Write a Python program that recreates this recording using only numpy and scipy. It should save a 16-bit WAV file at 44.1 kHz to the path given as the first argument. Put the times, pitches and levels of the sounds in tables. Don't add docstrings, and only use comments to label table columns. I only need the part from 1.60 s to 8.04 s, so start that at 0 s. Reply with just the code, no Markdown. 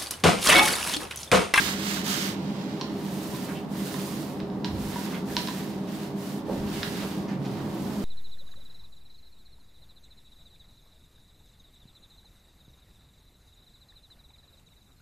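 import sys
import numpy as np
from scipy import signal
from scipy.fft import rfft, irfft
from scipy.io import wavfile
from scipy.ndimage import uniform_filter1d, map_coordinates

SR = 44100
rng = np.random.default_rng(int(sys.argv[2]) if len(sys.argv) > 2 else 0)


def int16_out(signal):
    q = np.round(np.clip(np.atleast_2d(signal).T, -1, 1) * 32767)
    wavfile.write(sys.argv[1], SR, q.astype(np.int16))


def amplitude_ratio(level_db):
    exponent = np.asarray(level_db, float) / 20
    return 10 ** exponent


N = 284004
TIME = np.arange(N) / SR

# time_s, fan_db, floor_rumble_db
HUM_LEVELS = [(0.0, -33, -40), (0.7, -32, -46), (1.1, -32.5, -54), (2.4, -32.5, -47), (3.7, -32.5, -51),
              (4.4, -33.5, -54), (4.8, -33.5, -56), (5.0, -32, -46), (5.8, -32, -44), (6.44, -31.5, -41)]
# pitch_hz, level_db
FAN_COLOUR = [(24, -53), (40, -22.5), (85, -15), (150, -2.5), (198, 1), (360, -6.5), (408, -9.5),
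              (451, -12), (930, -15.5), (1320, -25.5), (2170, -37.5), (3960, -52), (9250, -52),
              (14500, -50.5), (15600, -56)]
# pitch_hz, width_hz, level_over_wash_db
DUCT_RESONANCES = [(88, 68, -4.5), (137, 6.8, 9.5), (188.3, 29.4, 3.5), (330, 24, 2.5), (398, 9.1, 6),
                   (490, 6.8, 5.5), (565.6, 17, 2)]
# pitch_hz, level_db
RUMBLE_COLOUR = [(10, -16), (22, -10), (30, -4), (40, -13), (60, 11), (95, 18), (130, -18), (200, -46)]
# strongest_s, rise_s, fall_s, level_db
FLOOR_THUDS = [
    (3.12, 0.063, .3, -41),
    (3.73, 0.064, .12, -46),
    (5.03, 0.14, .3, -46),
    (5.95, .15, .4, -62),
]
# pitch_hz, level_db
THUD_COLOUR = [(10, -14), (22, 2), (35, 10), (60, -11), (95, 10), (130, -18), (200, -36)]
# pitch_hz, likeness_0_to_1
LIKENESS = [(25, .99), (60, .975), (290, .95), (640, .78), (1400, .4), (3000, .15), (15000, .05)]
# pitch_hz, left_minus_right_db
HUM_LEAN = [(60, -1.2), (700, -2), (2000, 0.5), (15000, -1)]
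# pitch_hz, level_db
MOTOR_TONES = [(193.8, -45), (312.2, -46), (403.7, -44), (855.9, -75), (931.3, -59.5), (3343, -89)]
# fastest_s, speeding_up_s, slowing_down_s, peeling_fizz_db, rubbing_db
STROKES = [(0.042, .2, .15, -39.5, -34.5), (0.32, .2, .13, -42, -37.5), (0.5, .075, .265, -38, -35),
           (1.1, .6, .45, -65, -50), (1.72, .42, .345, -49.5, -49), (2.3, .22, .54, -47, -47.5),
           (3.048, .008, .06, -60, -46), (3.385, .285, .264, -49, -46.5), (3.80, .17, .39, -47.5, -47),
           (4.17, .12, .12, -64, -56), (4.385, .16, .16, -54, -50.5), (4.666, .137, .17, -51.5, -51.5),
           (4.97, .137, .09, -56, -51), (5.23, .23, .465, -49, -44), (5.70, .025, .07, -66, -54),
           (5.877, .09, .215, -61, -52), (6.372, .488, .324, -54.5, -52)]
# time_s, left_minus_right_db
ROLLER_PLACE = [(0, -7), (.55, -6.5), (1.15, -5.5), (1.4, -3.5), (2.15, -5), (2.7, -5), (4.2, -3),
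                (6.44, -4)]
# time_s, delay_ms
LEFT_DELAY = [
    (0, 0.21),
    (1.15, 0.42),
    (1.3, 0.0046),
    (6.44, 0.01),
]
# pitch_hz, level_db
PEEL_FRONT = [(1500, -25), (3000, -6), (5000, -1), (7000, -2), (9500, -3), (12000, -4), (14500, -2),
              (16000, -8.5)]
# pitch_hz, level_db
PEEL_END = [(1500, -24), (3000, 0.5), (5000, 1.5), (7000, 1), (9500, -4.5), (12000, -6), (14500, -5),
            (16000, -8)]
# pitch_hz, level_db
RUB_COLOUR = [(400, -27), (900, -4.5), (1500, -0.5), (2400, -1.5), (3500, -2), (5000, -5.5), (7000, -14),
              (10000, -22)]
# start_s, tick_db, handle_knock_against_tick_db, tube_ring_db, ring_hz
CLICKS = [(1.2118, -18.5, -21, -32.5, 1037), (1.2161, -23, -20, -47, 1033), (2.3424, -27.5, -6, -38, 1035),
          (2.802, -29, -11, -49, 1100), (2.9008, -38, -10, -56, 960), (3.0455, -17, -15.5, -37, 910),
          (3.0498, -25, -17, -36, 975), (3.3586, -32, -2, -30.5, 965), (3.7668, -8, -17.5, -27, 978),
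          (3.8734, -20.5, -14, -41, 1023), (3.8851, -22.5, -7.5, -32.5, 1005), (5.231, -15, -7.5, -50, 934),
          (5.2346, -23, -12, -50, 961)]
# pitch_factor, width_hz, level_against_tick_db
FRAME_BENDS = [(1.034, 503, 2.9), (1.282, 430, -2.5), (0.725, 406, -4), (1.14, 440, -2), (1.8, 1200, -9)]
# pitch_hz, time_to_fall_60_db_s
ROOM_DECAY = [(500, 0.21), (1500, 0.39), (4000, 0.37), (8000, 0.35), (15000, 0.059)]
# start_s, level_db, pitch_hz, width_hz, length_s
SCUFFS = [(1.569, -45, 1020, 60, .03), (1.644, -43, 1016, 50, 0.048), (1.72, -45.5, 1000, 50, 0.08),
          (2.362, -52, 1034, 60, 0.068), (1.88, -44, 1690, 2000, 0.062), (2.466, -45, 990, 150, 0.031),
          (3.466, -45, 930, 200, .04), (3.521, -45, 1470, 1500, 0.04), (3.543, -40.5, 2050, 3000, 0.034),
          (3.697, -45, 1500, 1500, 0.021), (4.882, -35.5, 540, 500, 0.094), (5.43, -40, 900, 2500, 0.05),
          (5.677, -50, 1874, 1800, 0.11), (2.79, -54.5, 2480, 2500, 0.054),
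          (5.678, -55.5, 5100, 2500, 0.042), (5.848, -48.5, 3480, 4000, .04),
          (6.296, -47, 1030, 900, 0.059), (1.946, -49.5, 2800, 1500, 0.078), (5.959, -51, 1380, 1500, 0.13),
          (3.083, -39, 99, 60, 0.22), (3.096, -51, 35, 30, 0.21), (4.901, -37.5, 330, 403, 0.19),
          (5.7, -38, 137, 24.6, 0.65), (6.119, -37.5, 249, 50, 0.31)]
# start_s, level_db
BUMPS = [
    (4.877, -31),
    (4.884, -19.5),
    (4.903, -28),
    (5.432, -30),
]
# pitch_hz, level_db, time_to_fall_60_db_s
BOARD_MODES = [(444, 0, 0.099), (519, 5, 0.092), (600, 0.5, 0.059), (718, -12, 0.056), (826, -7, 0.059)]


def evened(x):
    return x / np.sqrt(np.mean(x ** 2) + 1e-20)


def read(points, hz):
    f, value = np.transpose(points)
    return np.interp(np.log(hz + 1), np.log(f + 1), value)


def curves(rows):
    s, *columns = np.transpose(rows)
    return [np.interp(TIME, s, column) for column in columns]


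def add(mix, s, sound):
    part = mix[..., round(s * SR):][..., :sound.shape[-1]]
    part += sound[..., :part.shape[-1]]


def pan(x, db):
    return np.array([x * amplitude_ratio(db / 2), x / amplitude_ratio(db / 2)])


def wander(hz):
    lead = rng.standard_normal(N + SR)
    lowpass = signal.butter(2, hz, fs=SR, output="sos")
    return evened(signal.sosfilt(lowpass, lead)[SR:])


def mode(t, hz, width):
    return np.exp(-np.pi * width * t) * np.sin(2 * np.pi * hz * t)


def arches(rows, column, slope_db, rest_db):
    power = np.full(N, amplitude_ratio(rest_db) ** 2)
    for row in rows:
        peak_s, rise_s, fall_s = row[:3]
        phase = np.clip((TIME - peak_s) / np.where(TIME < peak_s, rise_s, fall_s), -1, 1)
        speed = np.maximum(np.cos(np.pi / 2 * phase), 0)
        power += amplitude_ratio(row[column]) ** 2 * speed ** (slope_db / 10)
    return 10 * np.log10(power)


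def standing(hz, depth_db, width_hz):
    bins = max(round(width_hz / hz[1]), 1)
    ripple = uniform_filter1d(rng.standard_normal(len(hz)), bins)
    return depth_db * evened(uniform_filter1d(ripple, bins))


def coloured(x, points, lo_hz, hi_hz):
    hz = np.fft.rfftfreq(len(x), 1 / SR)
    z = rfft(x) * amplitude_ratio(read(points, hz) + standing(hz, 2.5, 14.0))
    band = z[(hz > lo_hz) & (hz < hi_hz)]
    inside = np.sqrt(2 * np.sum(abs(band) ** 2)) / len(x)
    return irfft(z, len(x)) / inside


def hum():
    frames, hz = N // 1024 + 6, np.fft.rfftfreq(4096, 1 / SR)
    a, b, c, d = rng.standard_normal((frames, len(hz), 4)).T
    same = np.clip(read(LIKENESS, hz), -1, 1)[:, None]
    left = a + 1j * b
    right = same * left + np.sqrt(1 - same ** 2) * (c + 1j * d)
    noise = np.array([left, right]) * pan(1, read(HUM_LEAN, hz))[:, :, None]

    def wash(db):
        sound = signal.istft(noise * amplitude_ratio(db)[:, None], nperseg=4096, noverlap=3072)[1]
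        return evened(sound[:, :N])

    fan_db = read(FAN_COLOUR, hz) + standing(hz, 2.44, 15.)
    fan_db += sum(db / (1 + (2 * (hz - f) / width) ** 2) for f, width, db in DUCT_RESONANCES)
    fan_level_db, rumble_db = curves(HUM_LEVELS)
    thud_db = arches(FLOOR_THUDS, column=3, slope_db=40., rest_db=-90.)
    fan = amplitude_ratio(fan_level_db) * wash(fan_db)
    rumble = amplitude_ratio(rumble_db - 12.0) * wash(read(RUMBLE_COLOUR, hz))
    thuds = amplitude_ratio(thud_db) * wash(read(THUD_COLOUR, hz))
    return fan + rumble + thuds


def tones():
    out = np.zeros(N)
    for hz, db in MOTOR_TONES:
        turns = np.cumsum(hz + 2.185 * wander(hz=2.55)) / SR
        out += amplitude_ratio(db + 1.8 * wander(hz=4.1)) * np.sin(2 * np.pi * turns)
    return pan(out, -1.6)


def snaps(per_s, spread_db):
    size = amplitude_ratio(spread_db * np.minimum(rng.exponential(1, N), 5)) * rng.standard_normal(N)
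    return size * (rng.random(N) < per_s / SR)


def film(aside):
    threads = snaps(18000., 2.7)
    front = coloured(threads, PEEL_FRONT, 7200, 16200)
    end = coloured(threads, PEEL_END, 6960, 16600)
    return (1 - aside) * front + aside * end


def lingering(db, t60):
    r = 10 ** (-6 / (t60 * SR))
    power = amplitude_ratio(db) ** 2
    return np.sqrt(signal.lfilter([1 - r], [1, -r], power, zi=[r * power[0]])[0])


def roller():
    peel_db = arches(STROKES, column=3, slope_db=20.5, rest_db=-77.) + .8 * wander(hz=20.)
    rub_db = arches(STROKES, column=4, slope_db=16., rest_db=-60.) + 1.1 * wander(hz=20.)
    side_db = curves(ROLLER_PLACE)[0]
    late_ms = curves(LEFT_DELAY)[0]
    aside = np.clip(late_ms / .19, 0, 1)
    peel = [film(aside) for _ in range(3)]
    rub = [coloured(snaps(9000., 1.0), RUB_COLOUR, 1920, 4700) for _ in range(3)]
    sound = amplitude_ratio(peel_db - 3.5) * peel[0] + amplitude_ratio(rub_db - 5.5) * rub[0]
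    heard_at = np.arange(N) - late_ms * SR / 1000
    direct = np.array([map_coordinates(sound, [heard_at], order=5, mode="nearest"), sound])
    scattered = lingering(peel_db - 0.5, 0.02) * peel[1:]
    scattered = scattered + lingering(rub_db - 0.57, 0.22) * rub[1:]
    return pan(1, side_db) * (direct + scattered)


def room(x, start_s, shrink):
    taps = np.zeros((2, SR // 2))
    starts = np.arange(int(start_s * SR), SR // 2 - 20, 10)
    at = starts + rng.integers(0, 10, (2, len(starts)))
    np.put_along_axis(taps, at, rng.choice([-1., 1.], (2, len(starts))), 1)
    hz, t, z = signal.stft(taps, SR, nperseg=256)
    fade = amplitude_ratio(-60 * t / (shrink * read(ROOM_DECAY, hz)[:, None]))
    tail = signal.istft(z * fade, SR, nperseg=256)[1]
    tail[:, :starts[0]] = 0
    return signal.fftconvolve(x, tail / np.linalg.norm(tail[0]), axes=1)[:, :N]


def clicks():
    ticks, rings = np.zeros((2, N)), np.zeros((2, N))
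    t = np.arange(6000) / SR
    contact = 1 - np.exp(-(t / 0.00046) ** 2)
    handle = mode(t, 1680., 420.)
    for s, tick_db, handle_db, ring_db, ring_hz in CLICKS:
        tick_hz = 4316 - 32.5 * (handle_db + 25)
        tick = sum(amplitude_ratio(db) * mode(t, k * tick_hz, width) for k, width, db in FRAME_BENDS)
        knock = contact * (tick + amplitude_ratio(handle_db + 9.0) * handle)
        add(ticks, s, pan(amplitude_ratio(tick_db + 2.5) * knock, -4.0))
        ring = mode(t, ring_hz, 13.) + .5 * mode(t, .973 * ring_hz, 12.)
        ring *= 1 - np.exp(-t / .0015)
        add(rings, s, pan(amplitude_ratio(ring_db + 0.2) * ring, -2.5))
    return ticks + rings + amplitude_ratio(-3.5) * room(ticks + .3 * rings, .003, 1.)


def scuffs():
    out, t = np.zeros((2, N)), np.arange(SR // 2) / SR
    for s, db, hz, width, length in SCUFFS:
        noise = rng.standard_normal(len(t))
        body = mode(t, hz, width) * t
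        puff = evened(signal.fftconvolve(noise, body)[:len(t)])
        swell = (1 - np.exp(-t / (.12 * length))) * np.exp(-t / (.5 * length))
        add(out, s, pan(amplitude_ratio(db) * puff * swell, -3.0))
    highpass = signal.butter(2, 500., "high", fs=SR, output="sos")
    bright = signal.sosfilt(highpass, out)
    return amplitude_ratio(7.0) * out + amplitude_ratio(1.) * room(bright, 0.003, 0.5)


def bumps():
    out, t = np.zeros((2, N)), np.arange(8000) / SR
    board = sum(amplitude_ratio(db - 60 * t / t60) * np.sin(2 * np.pi * hz * t) for hz, db, t60 in BOARD_MODES)
    board *= 1 - np.exp(-t / 0.0027)
    for s, db in BUMPS:
        add(out, s, pan(amplitude_ratio(db - 6.5) * board, -2.5))
    return out + amplitude_ratio(-9.0) * room(out, 0.0038, 0.72)


def scene():
    return hum() + tones() + roller() + clicks() + scuffs() + bumps()


def top_cut(x):
    return signal.sosfilt(signal.butter(12, 15770, fs=SR, output="sos"), x)


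def record(dry):
    edge = signal.firwin(801, 15780, window=("kaiser", 9), fs=SR)
    mix = signal.oaconvolve(dry, edge[None], "same")
    return top_cut(mix)


dry = scene()
out = record(dry)
int16_out(out)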